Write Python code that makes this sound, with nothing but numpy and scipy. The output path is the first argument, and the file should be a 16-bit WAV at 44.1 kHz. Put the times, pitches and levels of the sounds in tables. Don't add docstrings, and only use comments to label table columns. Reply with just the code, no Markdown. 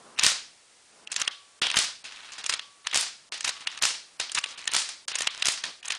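import sys
import numpy as np
from scipy import signal
from scipy.fft import rfft, irfft, next_fast_len
from scipy.io import wavfile
from scipy.ndimage import uniform_filter1d, minimum_filter1d, map_coordinates

SR = 44100
rng = np.random.default_rng(int(sys.argv[2]) if len(sys.argv) > 2 else 0)


def decibels_to_gain(level_db):
    exponent = np.asarray(level_db, float) / 20
    return 10 ** exponent


def wav_out(sig):
    wavfile.write(sys.argv[1], SR, np.round(np.clip(np.atleast_2d(sig).T, -1, 1) * 32767).astype(np.int16))


N = 263718

# freq_hz, density_db_per_hz
HISS_SPECTRUM = [(15, -50), (25, -17), (235, -10.5), (410, -8), (694, -6.5), (4520, -6.5), (9800, -8),
                 (13500, -17)]
HISS_DB = -57
# freq_hz, density_db_per_hz
PALM_SPECTRUM = [(60, -20), (200, 3), (500, 3.5), (1200, 3), (2500, -14)]
# start_s, end_s, level_db
PALM_RUBS = [
    (-.1, 0.25, -52.5),
    (0.875, 1.16, -59.5),
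    (5.625, 5.72, -47.5),
]
# freq_hz, width_hz, level_db
STEEL_MODES = [(1823, 71, -11.5), (2707, 580, -8.5), (3260, 127, -19.5), (3860, 200, -16), (5010, 170, -11),
               (6540, 1240, -9), (7340, 870, -19), (8800, 190, -9)]
# freq_hz, level_db
BLOW_SPECTRUM = [(60, -20), (300, -14.5), (800, -8.5), (1800, -3), (3000, -3), (5500, -2), (9500, -3),
                 (11500, -10.5)]
# freq_hz, t60_s
ROOM_DECAY = [(100, 1), (500, 0.36), (2000, 0.35), (5000, 0.39), (10000, 0.31)]
# freq_hz, level_db
ROOM_SPECTRUM = [(100, -13), (700, -2.5), (2500, -1), (5000, 2.5), (10000, -6)]
# time_s, level_db
TICKS = [(.164, -44), (.1808, -35), (1.143, -27), (1.3162, -44), (1.7154, -18.5), (2.3351, -36),
         (2.5114, -32), (3.4305, -34), (3.5598, -55), (3.662, -33), (3.79, -33), (4.4616, -28),
         (4.5923, -33), (4.616, -37), (4.6429, -35), (4.656, -30), (4.6924, -27), (5.2874, -30),
         (5.3083, -42), (5.3489, -32), (5.378, -31.5), (5.8723, -44)]
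TICK_KIND = -8.5, -25, -8, 0
# freq_hz, level_db
SCRAPE_SPECTRUM = [(150, -16), (500, -15.5), (1000, 0), (2500, 1), (4000, 0), (5500, -17), (7000, -18.5)]
# freq_hz, density_db_per_hz
FIZZ_SPECTRUM = [(4000, -38), (5500, 11.5), (9500, -6), (11500, 0)]
# blow_s, length_s, end_level_db
RUN_UPS = [(0.2, 0.03, -30.5), (0.235, 0.031, -25), (1.128, 0.033, -39.5), (1.761, 0.025, -25.5),
           (2.46, 0.016, -35), (2.867, 0.026, -39), (2.938, 0.013, -21.5), (3.827, 0.016, -28),
           (4.734, 0.016, -27), (5.15, 0.013, -29)]
RUN_UP_RISE_DB, RUN_UP_HISS_DB = 10, -6
# start_s, end_s, end_level_db
RAIL_DRAGS = [(1.174, 1.224, -32), (2.51, 2.546, -31), (3.445, 3.493, -33), (4.356, 4.392, -29),
              (5.169, 5.24, -39.5), (5.22, 5.265, -36.5)]
DRAG_RISE_DB, DRAG_HISS_DB = 3.5, -2.5
# start_s, end_s, level_db
RUSTLES = [(1.212, 1.3, -42.5), (2.06, 2.439, -47), (2.552, 2.591, -43), (3.5, 3.818, -47),
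           (4.375, 4.704, -50), (5.315, 5.42, -47), (5.839, 5.973, -42)]
RUSTLE_HISS_DB = -10.5
# time_s, level_db, treble_db
KNOCKS = [(.1887, -19, -12), (.1947, -12, -13), (1.278, -13, -17), (1.7015, -17.5, -14),
          (2.5945, -22, -17.5), (2.8704, -16, -13.5), (2.9135, -27.5, -16.5), (3.6728, -16.5, -16),
          (3.7758, -28.5, -14), (4.441, -17.5, -17), (4.6766, -13.5, -11.5), (4.7173, -27, -1),
          (5.2728, -13.5, -15.5), (5.4241, -14, -13), (5.4488, -22, -21)]
KNOCK_KIND = -37, -13, .015
# time_s, level_db, first_blow_db, extra_room_db
SLAMS = [
    (0.236, -13.5, 4, 1),
    (1.7597, -13.5, -2.5, 2),
    (2.9449, -14, 0, 0.5),
    (3.824, -14.5, 1.5, 0),
    (4.7362, -14, 0.5, 0),
    (5.4561, -16.5, 1.5, -1.5),
]
# delay_s, level_db, treble_db, room_share_db, rattle_t60_s
SLAM_RUN = [
    (0, -1, -3.5, -7, .015),
    (.009, -2, -14.5, -13.5, .025),
    (.0139, 2, -5.5, -15.5, .015),
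    (.0289, 1.5, -3.5, -10.5, .017),
    (.041, -13, -7, -19, .04),
    (.05, -11.5, 3, -6.5, .055),
    (.065, -11.5, 7, -13, .025),
    (.082, -11, -8, -14.5, .05),
    (.12, -19, -10.5, -6, .05),
]
SLAM_THUD_DB, SLAM_SCATTER_DB = -31, 2.5
# time_s, level_db, treble_db, rattle_t60_s
PULLS = [(1.074, -27.5, -13.5, 0.017), (1.118, -23, 0.5, 0.032), (1.1268, -25, -9, 0.03),
         (1.163, -15, -8.5, 0.024), (1.1984, -24, -4, 0.047), (1.2164, -15.5, -10.5, 0.019),
         (2.4418, -26.5, -14.5, 0.013), (2.463, -18.5, -3.5, 0.027), (2.4953, -14.5, -8, 0.034),
         (2.525, -23.5, -9, .045), (2.538, -17, -13, .033), (3.408, -23, -7, 0.016),
         (3.4456, -18.5, -10, 0.038), (3.479, -20.5, -7.5, 0.028), (3.4917, -17.5, -8.5, 0.038),
         (4.2963, -28.5, -17, 0.015), (4.3183, -23.5, -3, 0.037), (4.349, -18, -4, 0.038),
         (4.3868, -17, -3.5, 0.02), (5.155, -17.5, -6, 0.028), (5.186, -22.5, -4, 0.033),
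         (5.2076, -19.5, -11, .012), (5.22, -19, -3, 0.019), (5.8295, -36, -11, 0.023),
         (5.855, -29, -1, 0.04), (5.8826, -22.5, 4, 0.014), (5.9044, -18, -13.5, 0.03),
         (5.9214, -20.5, -10.5, 0.03), (5.951, -27.5, -17, 0.0093)]
PULL_THUD_DB, PULL_ROOM_DB = -31.5, -12.5
# time_s, level_db
SPRING_PLUCKS = [(1.218, -55), (2.54, -55.5), (3.5, -55), (4.39, -53.5), (5.22, -59)]
SPRING_HZ, SPRING_T60_S = 1140, 1.3
# time_s, level_db, treble_db, room_share_db
DROPS = [(1.6188, -16.5, -14.5, -5.5), (1.6333, -21.5, -22, -3), (1.6682, -16.5, -11.5, -26),
         (3.3224, -24.5, -12, -5), (3.3429, -30, -7, -9), (3.378, -33, -6, -17), (4.1996, -18.5, -9.5, -12),
         (4.2124, -24, -11, -9), (4.234, -41, -7, -19), (4.8903, -26, -5, -8), (5.0818, -21.5, -7.5, -9),
         (5.1173, -26.5, -16, -13), (5.639, -20.5, -12.5, -10), (5.6537, -28.5, -4, -8.5)]
DROP_KIND = -28, 0.023
# time_s, level_db
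SKIPS = [(2.042, -36.5), (2.0513, -34.5), (2.1204, -40.5), (2.1585, -42), (2.2233, -49), (2.254, -45),
         (2.301, -51), (2.3206, -35), (2.382, -34), (3.606, -40), (3.7159, -39), (4.488, -38.5),
         (4.5063, -38.5), (4.5768, -35.5), (5.3967, -35)]
SKIP_KIND = -10, -23.5, -4, 0.1
# end_s, length_s, above_hz
STARVED = [(1.615, .015, 580), (3.317, .024, 1400), (5.077, .022, 550)]
STARVED_DB = -58
# end_s, length_s, above_hz
THINNED = [(1.1, .018, 3000), (1.31, .024, 2200), (2.04, .01, 5200), (3.665, .012, 2500),
           (3.811, .014, 2400), (4.574, .021, 4200), (4.712, .028, 4300), (5.144, .019, 4500),
           (5.305, .024, 4300), (5.44, .008, 2200), (5.826, .014, 2500), (5.9, .013, 3800)]
THINNED_DB = -12.5
# freq_hz, level_db
SIDE_SPECTRUM = [(100, -38), (400, -38), (1500, -52.5), (5000, -50), (10000, -37)]
TOP_HZ = 13200


def unit(x):
    return x / np.sqrt(np.mean(x ** 2) + 1e-20)


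def along(points, hz):
    f, v = np.transpose(points)
    return np.interp(np.log(hz + 1), np.log(f + 1), v)


def wobble(rate_hz):
    knots = rng.standard_normal(int(N * rate_hz / SR) + 4)
    return map_coordinates(knots, [np.arange(N) * rate_hz / SR])


def filtered(x, response):
    m = next_fast_len(x.shape[-1] + 4096)
    return irfft(rfft(x, m) * response(np.fft.rfftfreq(m, 1 / SR)), m)[..., :x.shape[-1]]


def alike(rows, kind):
    return [(*row, *kind) for row in rows]


def palm():
    t = np.arange(N) / SR
    level = sum(decibels_to_gain(db) * np.sin(np.pi * np.clip((t - a) / (b - a), 0, 1)) for a, b, db in PALM_RUBS)
    grain = rng.standard_normal(N) * decibels_to_gain(0.75 * wobble(40))
    return level * unit(filtered(grain, lambda hz: decibels_to_gain(along(PALM_SPECTRUM, hz))))


def hiss():
    noise = unit(filtered(rng.standard_normal(N), lambda hz: decibels_to_gain(along(HISS_SPECTRUM, hz))))
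    return decibels_to_gain(HISS_DB + 0.19 * wobble(2.0)) * noise


def steel(hz, ring_db, spread_db=0):
    response = 1
    for centre_hz, width_hz, db in STEEL_MODES:
        gain = decibels_to_gain(db + ring_db + spread_db * rng.standard_normal())
        damping = 1j * hz * width_hz
        response = response + gain * damping / (centre_hz * centre_hz - hz * hz + damping)
    return response


def room_tail(size):
    hz, t, z = signal.stft(rng.standard_normal(size), SR, nperseg=256)
    decay_db = along(ROOM_SPECTRUM, hz)[:, None] - 60 * t / along(ROOM_DECAY, hz)[:, None]
    tail = signal.istft(z * decibels_to_gain(decay_db), SR, nperseg=256)[1][:size]
    tail = tail * (1 - np.exp(-np.arange(size) / SR / 0.0023))
    return tail / np.linalg.norm(tail)


def contacts(table, ring_db, wet_db, swell):
    out, t = np.zeros(N + SR), np.arange(-512, 1536) / SR
    lead_in = .55 * np.exp(t / .001) + swell * np.exp(t / .0035)
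    crack = 0.9 * np.exp(-np.abs(t - .0006) / 0.000098)
    for s, db, treble_db, thud_db, room_db, t60_s in table:
        chatter_db = 7.0 * uniform_filter1d(rng.standard_normal(len(t)), size=20)
        chatter = rng.standard_normal(len(t)) * decibels_to_gain(chatter_db)
        rattle = decibels_to_gain(-60 * np.abs(t / np.clip(0.88 * t60_s, .004, .08)) ** 1.27)
        shape = np.where(t < 0, lead_in, rattle)
        jolt = decibels_to_gain(1.61 * db + 11.5) * np.exp(-(t / 0.00099) ** 2)
        body_db = np.clip(-.9 * (treble_db + 11.0), 0, 13)
        tilt = [(300, thud_db + 27.5), (1200, 0.037), (2300, -.3 * body_db), (3250, body_db),
                (4300, -.7 * body_db), (7500, treble_db + 2.5)]
        colour = lambda hz: decibels_to_gain(along(BLOW_SPECTRUM, hz) + along(tilt, hz))
        hit = filtered(chatter * (shape + crack) + jolt,
                       lambda hz: colour(hz) * steel(hz, ring_db, spread_db=5))
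        hit = decibels_to_gain(db - 2) * hit / np.sqrt(uniform_filter1d(hit ** 2, size=66).max())
        start = round(s * SR) - 512
        out[start:start + len(t)] += hit
        wet = filtered(room_tail(size=SR // 2), colour)
        wet_gain = decibels_to_gain(room_db + wet_db) * np.linalg.norm(hit) / np.linalg.norm(wet)
        out[start + 600:start + 600 + len(wet)] += wet_gain * wet
    return out[:N]


def light_contacts(table):
    return contacts(table, ring_db=10.0, wet_db=3.0, swell=0.16)


def hard_contacts(table):
    return contacts(table, ring_db=1, wet_db=8.5, swell=0.13)


def ticks():
    return light_contacts(alike(TICKS, TICK_KIND))


def strokes():
    run_ups = [(s - length, s, db - RUN_UP_RISE_DB, db, RUN_UP_HISS_DB) for s, length, db in RUN_UPS]
    drags = [(a, b, db - DRAG_RISE_DB, db, DRAG_HISS_DB) for a, b, db in RAIL_DRAGS]
    return run_ups + drags + [(a, b, db, db, RUSTLE_HISS_DB) for a, b, db in RUSTLES]


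def sliding():
    t = np.arange(N) / SR
    scrape_level, fizz_level = np.zeros(N), np.zeros(N)
    for a, b, start_db, end_db, hiss_db in strokes():
        fade = np.clip(np.minimum((t - a) / 0.0058, (b - t) / 0.0019), 0, 1)
        moving = fade * decibels_to_gain(np.interp(t, [a, b], [start_db, end_db]))
        scrape_level += moving
        fizz_level += moving * decibels_to_gain(hiss_db)
    slips_db = 1.5 * wobble(60) + 3.4 * wobble(300)
    scrape = unit(filtered(rng.standard_normal(N) * decibels_to_gain(slips_db),
                           lambda hz: decibels_to_gain(along(SCRAPE_SPECTRUM, hz)) * steel(hz, ring_db=-7.0)))
    fizz = unit(filtered(rng.standard_normal(N) * decibels_to_gain(slips_db + 3.6 * wobble(72)),
                         lambda hz: decibels_to_gain(along(FIZZ_SPECTRUM, hz)) * (hz > 3000)))
    return scrape_level * scrape + fizz_level * fizz


def knocks():
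    return light_contacts(alike(KNOCKS, KNOCK_KIND))


def slams():
    blows = []
    for s, slam_db, first_db, wet_db in SLAMS:
        for delay, step_db, treble_db, room_db, t60_s in SLAM_RUN:
            db = slam_db + step_db + first_db * (delay == 0) + SLAM_SCATTER_DB * rng.standard_normal()
            blows.append((s + delay, db, treble_db, SLAM_THUD_DB, room_db + wet_db, t60_s))
    return hard_contacts(blows)


def pulls():
    return light_contacts([(s, db, treble_db, PULL_THUD_DB, PULL_ROOM_DB, t60_s)
                           for s, db, treble_db, t60_s in PULLS])


def spring():
    t = np.arange(N) / SR
    level = sum(decibels_to_gain(db - 60 * (t - s) / SPRING_T60_S) * (t > s) * (t < s + .42)
                for s, db in SPRING_PLUCKS)
    return np.sqrt(2) * level * np.sin(2 * np.pi * SPRING_HZ * t)


def drops():
    thud_db, t60_s = DROP_KIND
    return hard_contacts([(s, db, treble_db, thud_db, room_db, t60_s)
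                          for s, db, treble_db, room_db in DROPS])


def skips():
    return light_contacts(alike(SKIPS, SKIP_KIND))


def scene():
    bolt = ticks() + sliding() + knocks() + slams() + pulls() + spring()
    rounds = drops() + skips()
    return np.tile(palm() + hiss() + bolt + rounds, (2, 1))


def mask_weak_treble(z, hz, level_db):
    def blocks(rows, cols):
        draws = rng.standard_normal((z.shape[0] // rows + 1, z.shape[1] // cols + 1))
        return np.kron(draws, np.ones((rows, cols)))[:z.shape[0], :z.shape[1]]

    luck_db = 5 * blocks(2, 12) + 6 * blocks(2, 4)
    frame_db = level_db.max(axis=0)
    loudest_db = -minimum_filter1d(-frame_db, size=29)
    lull = loudest_db - frame_db > 9
    under_db = np.minimum(loudest_db - level_db - 21, 2.5) + luck_db
    return z * decibels_to_gain(-20 * np.clip(under_db / 2, 0, 1) * lull * (hz[:, None] > 2900))


def dull_before_blows(z, hz, t):
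    for end, length, above_hz, db in alike(STARVED, [STARVED_DB]) + alike(THINNED, [THINNED_DB]):
        inside = np.clip(np.minimum(t - end + length, end - t) / 0.002 + .5, 0, 1)
        z = z * decibels_to_gain(db * inside * np.clip((hz[:, None] - above_hz) / 400 + .5, 0, 1))
    return z


def limit_top(x, bright_db):
    frames = bright_db[:len(bright_db) // 16 * 16].reshape(-1, 16).max(axis=1)
    chance_db = frames + 4 * rng.standard_normal(len(frames))
    opened = np.searchsorted(np.quantile(frames, [.1, .87, .985]), chance_db)
    hz, t, z = signal.stft(x, SR, nperseg=512)
    edge_hz = np.array([10600, 11250, 11900, 12600])[opened]
    edge_hz = np.resize(np.repeat(edge_hz, 4), len(t))
    return signal.istft(z * (hz[:, None] < edge_hz), SR, nperseg=512)[1][:N]


def top_cut(x):
    return signal.sosfilt(signal.butter(12, 13350, fs=SR, output="sos"), x)


def record(dry):
    shelf_db = [(9900, -0.5), (10250, -8.0), (13000, -11.0)]
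    mono = filtered(dry[0], lambda hz: decibels_to_gain(along(shelf_db, hz)) * (hz < TOP_HZ))
    hz, t, z = signal.stft(mono, SR, nperseg=128)
    power = uniform_filter1d(uniform_filter1d(np.abs(z) ** 2, size=3, axis=0), size=5, axis=1)
    level_db = 10 * np.log10(np.abs(power) + 1e-14)
    z = dull_before_blows(mask_weak_treble(z, hz, level_db), hz, t)
    bright_db = level_db[(hz > 9000) & (hz < 11000)].mean(axis=0)
    mid = limit_top(signal.istft(z, SR, nperseg=128)[1], bright_db)
    side = filtered(mid, lambda hz: 1j * decibels_to_gain(along(SIDE_SPECTRUM, hz)))
    return top_cut(np.array([mid + side, mid - side]))


dry = scene()
out = record(dry)
wav_out(out)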